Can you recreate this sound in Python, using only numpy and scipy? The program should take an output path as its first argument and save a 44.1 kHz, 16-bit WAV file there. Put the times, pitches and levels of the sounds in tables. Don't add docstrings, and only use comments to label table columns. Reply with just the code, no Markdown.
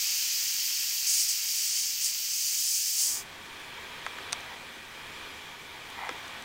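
import sys
import numpy as np
from scipy import signal
from scipy.io import wavfile
from scipy.ndimage import uniform_filter1d

SR = 44100
rng = np.random.default_rng(int(sys.argv[2]) if len(sys.argv) > 2 else 0)


def how_loud(loudness_db):
    steps = np.asarray(loudness_db, float) / 20
    return 10 ** steps


def master(y):
    cut = np.clip(np.atleast_2d(y).T, -1, 1)
    pcm = np.round(cut * 32767)
    wavfile.write(sys.argv[1], SR, pcm.astype(np.int16))


N = 284004


def evened(x):
    return x / np.sqrt(np.mean(x ** 2) + 1e-20)


def curves(rows, t):
    s, *columns = np.transpose(rows)
    return [np.interp(t, s, c) for c in columns]


def ramp(t, start, end):
    return np.clip((t - start) / (end - start), 0, 1)


def add(mix, s, sound):
    mix[round(s * SR):][:len(sound)] += sound


def read(points, hz):
    f, level_db = np.transpose(points)
    return np.interp(np.log(hz + 1), np.log(f + 1), level_db, left=-90, right=-90)


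def noise(points, size=512, tilt_db=0, patchy_db=-0.5, flicker_db=3.5, peaks=()):
    hop = size // 4
    frames = N // hop + 5
    hz = np.fft.rfftfreq(size, 1 / SR)[:, None]
    real, imaginary, patches = rng.standard_normal((frames, len(hz), 3)).T
    patches = uniform_filter1d(patches, size=6, axis=0)
    patches = evened(uniform_filter1d(patches, size=16, axis=1))
    flicker = evened(uniform_filter1d(rng.standard_normal(frames), size=3))
    db = read(points, hz) + patchy_db * patches + flicker_db * flicker
    tilt_db = np.interp(np.arange(frames) * hop, np.arange(N), tilt_db * np.ones(N))
    db = db + tilt_db * np.clip(np.log2(hz / 6000 + 1e-9), -.4, .7)
    db = db + sum(lift_db / (1 + ((hz - f) / (w / 2)) ** 2) for f, w, lift_db in peaks)
    spectra = (real + 1j * imaginary) * how_loud(db)
    return evened(signal.istft(spectra, nperseg=size, noverlap=size - hop)[1][:N])


def walls(x, t60, wet_db):
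    lag = np.arange(6000) / SR
    echoes = rng.standard_normal(6000) * how_loud(-60 * lag / t60) * (lag > .003)
    wet = how_loud(wet_db) * signal.oaconvolve(x, echoes / np.linalg.norm(echoes))[:N]
    return (x[:N] + wet) / np.sqrt(1 + how_loud(2 * wet_db))


def resonate(x, hz, width):
    return signal.lfilter(*signal.iirpeak(hz, hz / width, SR), x)


def ring(modes, factor, contact, flip_every):
    t = np.arange(2500) / SR
    x = np.zeros(2500)
    for k, (hz, db, t60) in enumerate(modes):
        sign = (-1) ** (k // flip_every)
        x += sign * how_loud(db - 60 * t / t60) * np.sin(2 * np.pi * hz * factor * t)
    x = np.convolve(x, np.hanning(contact))[:2500]
    x = signal.lfilter(*signal.butter(4, 0.83 * modes[0][0], "high", fs=SR), x)
    return x / abs(x).max()


def workshop(t):
    # freq_hz, density_db (per Hz)
    wash = [(180, -32), (300, -7), (436, -4.5), (633, -7), (907, 1), (1190, -0.5), (1390, -6), (1480, -1),
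            (1840, -1), (2180, -4), (2350, 1), (2640, -6.5), (3370, -3), (4420, -10.5), (6500, -25),
            (8450, -41), (14300, -120)]
    hiss = [(2650, -8), (4500, -6), (4970, -2), (6150, -3.5), (7320, -4.5), (10000, -9.5), (15100, -12),
            (15900, -11)]
    rumble = [(8.8, -33), (15, 0), (40, -2.5), (59, -9), (86, 0), (130, -8.5), (190, -1.5), (273, -2),
              (304, -11), (334, 0.5), (372, -24), (434, -1.5), (600, -20), (780, -24), (1320, -120)]
    # freq_hz, width_hz, lift_db
    wash_peaks = [(980, 200, -2.5), (1885, 60, 0), (2420, 430, 2.5), (3210, 190, 2.5)]
    # time_s, wash_db
    swell = [(3.3, -50), (3.81, -47.5), (4.37, -46), (4.63, -49), (4.83, -50.5), (5.19, -47), (5.6, -50.5),
             (6.17, -46.5), (6.44, -47.5)]
    wash_db = curves(swell, t)[0]
    change_db = wash_db + 49
    hiss_db = -55.5 + 0.45 * change_db
    rumble_db = -59 + 0.4 * change_db
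    mid = how_loud(wash_db + 4.5) * noise(wash, size=1024, patchy_db=0.3, flicker_db=0.0, peaks=wash_peaks)
    mid += how_loud(hiss_db) * noise(hiss, patchy_db=-1.2, flicker_db=-0.1)
    mid += how_loud(rumble_db + 2.5) * noise(rumble, size=2048, patchy_db=-0.5, flicker_db=0.2)
    mid = walls(mid, 0.28, -7)
    low_side = [(15, -11), (60, -5), (150, -21), (400, -21), (900, -29)]  # freq_hz, density_db
    high_side = [(5000, -18), (12000, 3), (15900, 1.0)]
    side = how_loud(rumble_db - 19) * noise(low_side, size=4096)
    side += how_loud(hiss_db - 23.5) * noise(high_side, size=2048, patchy_db=0.0)
    return ramp(t, 2.94, 3.19) * (mid + np.array([side, -side]))


def splices(t):
    short_steps = [2, 6, 10, 14, 32, 36, 40, 44, 54, 58, 68]
    long_steps = [19, 23, 27, 49, 63]
    block_s, first_s = 512 / 48000, .0248
    tick_db, spread_db = -26, .8
    steps = np.full(78, 4)
    steps[short_steps] = 3
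    steps[long_steps] = 5
    at = np.round((first_s + block_s * (np.cumsum(steps) - steps)) * SR).astype(int)
    luck = rng.standard_normal((len(at), 2))
    train = np.zeros(N)
    train[at] = np.sign(luck[:, 0]) * how_loud(tick_db + spread_db * luck[:, 1])
    train = signal.lfilter(*signal.butter(2, 40, "high", fs=SR), train)
    spike, rebound = np.hanning(18), np.hanning(175)
    shape = np.concatenate([spike / spike.sum(), np.zeros(20), -2.0 * rebound / rebound.sum()])
    return signal.oaconvolve(train, shape)[9:N + 9] * np.clip((3.22 - t) / 0.46, 0, 1)


def rub(t):
    # freq_hz, width_hz, level_db
    tones = [(838, 94, -0.5), (950, 100, -1.5), (1330, 31, -3), (1936, 44, -0.5), (2003, 80, -1)]
    # start_s, hold_s, level_db
    strokes = [
        (4.503, 0.045, -50),
        (5.992, 0.085, -41.5),
        (6.106, 0.03, -45),
    ]
    rise_db_per_s, fall_db_per_s = 170, 300
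    slips_per_s = 700
    strength = how_loud(4.7 * np.minimum(rng.exponential(1, N), 3))
    slips = np.sign(rng.standard_normal(N)) * strength * (rng.random(N) < slips_per_s / SR)
    x = sum(how_loud(db) * resonate(resonate(slips, hz, 1.35 * w), hz, 4 * w) for hz, w, db in tones)
    power = np.zeros(N)
    for s, hold, db in strokes:
        before, after = np.maximum(s - t, 0), np.maximum(t - s - hold, 0)
        power += how_loud(2 * (db - rise_db_per_s * before - fall_db_per_s * after))
    return np.sqrt(power) * evened(x)


def tape():
    # freq_hz, level_db, t60_s
    shell_modes = [(755, -20, 0.016), (1050, 1, 0.024), (1260, -3, 0.021), (1560, 1.5, .012),
                   (1930, 0, 0.01), (2520, 4.5, 0.011)]
    # freq_hz, level_db, t60_s
    foil_modes = [(2610, -3.5, 0.0088), (3820, 0, 0.0089), (4700, 3, 0.0025), (5920, -9, 0.024),
                  (6280, 9, 0.004), (7600, -1, 0.002), (8380, 6, 0.0042), (10000, -3, 0.0057),
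                  (12500, -5, .0012)]
    # freq_hz, level_db, t60_s
    thump_modes = [(304, -18, .04), (509, 6, 0.04)]
    # start_s, shell_db, foil_db, shell_pitch_factor,
    # foil_pitch_factor
    pops = [
        (4.0645, -16.5, -32, 1.03, 1.02),
        (4.185, -28, -40, 1.2, 1.1),
        (4.329, -20.5, -11.5, 1.1, 0.96),
        (6.0495, -30, -50, 0.84, 1.01),
        (6.0698, -30, -50, 0.72, 1.01),
        (6.0918, -18, -28, 1.04, .9),
    ]
    # delay_s, shell_db, foil_db, shell_pitch_factor
    slips = [
        (0, -2.5, -2.5, 1.024),
        (.0005, -1.5, 0, 0.987),
        (.0014, -12, -12, .82),
    ]
    # start_s, level_db, pitch_factor
    crackles = [(3.6, -38, 1.4), (4.3242, -25, .99), (4.3272, -31, 0.92), (4.406, -35, .99),
                (5.07, -38, 1.5), (5.902, -36, 1.5), (6.28, -34.5, .95), (6.4235, -36, 0.96),
                (6.4245, -37, 1.2)]
    # start_s, level_db, pitch_factor
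    rocks = [
        (2.522, -55, 0.93),
        (4.3307, -42, 1.4),
        (6.0922, -32.5, .99),
        (6.11, -41, 0.61),
    ]
    out = np.zeros(N + 2500)
    for s, shell_db, foil_db, shell_pitch, foil_pitch in pops:
        for k, (lag, knock_db, snap_db, bend) in enumerate(slips):
            knock = ring(shell_modes, shell_pitch * bend, contact=13, flip_every=6)
            snap = (-1) ** k * ring(foil_modes, foil_pitch, contact=5.5, flip_every=1)
            add(out, s + lag, how_loud(shell_db + knock_db) * knock + how_loud(foil_db + snap_db) * snap)
    for s, db, pitch in crackles:
        add(out, s, how_loud(db) * ring(foil_modes, pitch, contact=4.5, flip_every=1))
    for s, db, pitch in rocks:
        add(out, s, how_loud(db) * ring(thump_modes, pitch, contact=21, flip_every=1))
    return walls(out, 0.1, -24)


def blow_gun(t):
    # freq_hz, density_db (per Hz)
    surface = [(3000, -14), (3800, -14.5), (4400, -7.5), (4560, -1), (5500, -.5), (6400, 0.5), (7300, -2.5),
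               (7950, -3), (8600, -8.5), (9400, -5.5), (10300, -12.5), (10900, -19.5), (12000, -32),
               (14000, -40)]
    nozzle = [(6180, -43), (10500, -7.5), (11600, -5), (14300, 3.5), (15100, 2), (15900, 0)]
    roar = [(250, -28.5), (400, -28), (690, -25.5), (880, -21), (1200, -19.5), (1950, -9), (2350, -3),
            (2700, -1.5), (3200, -2), (3550, -10), (3900, -4), (4300, -4.5), (5500, -8)]
    room_tone = [(8.8, -43), (15, -13), (91, 6), (350, -7), (460, -34), (770, -120)]
    # time_s, hiss_db, flow_db
    aim = [(0, -29.5, 0.5), (1.03, -31.5, 0.5), (1.4, -32, -0.5), (1.56, -29.5, -0.5), (1.8, -29, -2.5),
           (1.97, -33.5, -1.3), (2.21, -33.5, -1), (2.43, -29.5, -1.5), (2.95, -30, -1)]
    # start_s, rise_s, hold_s, lift_db
    edges = [
        (1.062, .012, 0.14, 6),
        (1.279, 0.01, 0.011, 5.5),
        (1.997, 0.053, .005, 7.5),
        (2.56, 0.17, .03, 2),
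        (2.95, 0.061, 0.18, 4),
    ]
    edge_fall_s = 0.068
    aim_db, flow_db = curves(aim, t)
    surface_db = aim_db
    for s, rise, hold, db in edges:
        end = s + rise + hold
        surface_db = surface_db + db * (ramp(t, s, s + rise) - ramp(t, end, end + edge_fall_s))
    change_db = surface_db + 30
    nozzle_db = -38 + 0.4 * change_db + 1.5 * flow_db + 0.94 * t
    roar_db = -38 + 0.1 * change_db - 0.15 * flow_db - 2 * t
    bright_db = -5.5 + 1.06 * change_db + 0.2 * flow_db + 2 * t
    x = how_loud(surface_db) * noise(surface, tilt_db=np.clip(bright_db, -8, 8), patchy_db=0.14, flicker_db=0.4)
    x += how_loud(nozzle_db) * noise(nozzle, patchy_db=0.9, flicker_db=-1.0)
    x += how_loud(roar_db) * noise(roar, size=1024, patchy_db=0.5, flicker_db=0.45)
    x += how_loud(-76.5) * noise(room_tone, size=2048, patchy_db=-1.5)
    return walls(x, 0.24, -12.5) * (1 - ramp(t, 3.036, 3.247))


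def scene():
    t = np.arange(N) / SR
    return workshop(t) + splices(t) + rub(t) + tape() + blow_gun(t)


def low_pass(x):
    return signal.sosfilt(signal.butter(12, 16400, fs=SR, output="sos"), x)


def record(dry):
    partings = [.11, 1.69, 1.74, 1.83, 1.92, 2.32, 2.41, 2.6, 3.76, 4.22, 4.47, 4.79, 4.88, 5.31, 5.68,
                5.92, 6.4]
    low_hz, edge_hz, half_width_octaves = 5140, 15830, .12
    hz, t, z = signal.stft(dry.mean(0), SR, nperseg=512)
    centres = low_hz * (edge_hz / low_hz) ** np.sqrt(rng.random((len(partings), 3)))
    cells = np.zeros(z.shape)
    for s, bands in zip(partings, centres):
        near = abs(np.log2((hz[:, None] + 1) / bands)) < half_width_octaves
        cells += (abs(t - s) < .014) * near.any(1)[:, None]
    phases = np.exp(2j * np.pi * rng.random(z.shape[::-1]).T)
    side = signal.istft(z * cells * phases, SR, nperseg=512)[1][:N]
    wide = dry + how_loud(-4.5) * np.array([side, -side])
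    lowpass = signal.firwin(511, edge_hz, window=("kaiser", 7), fs=SR)
    return low_pass(signal.oaconvolve(wide, lowpass[None], "same"))


dry = scene()
out = record(dry)
master(out)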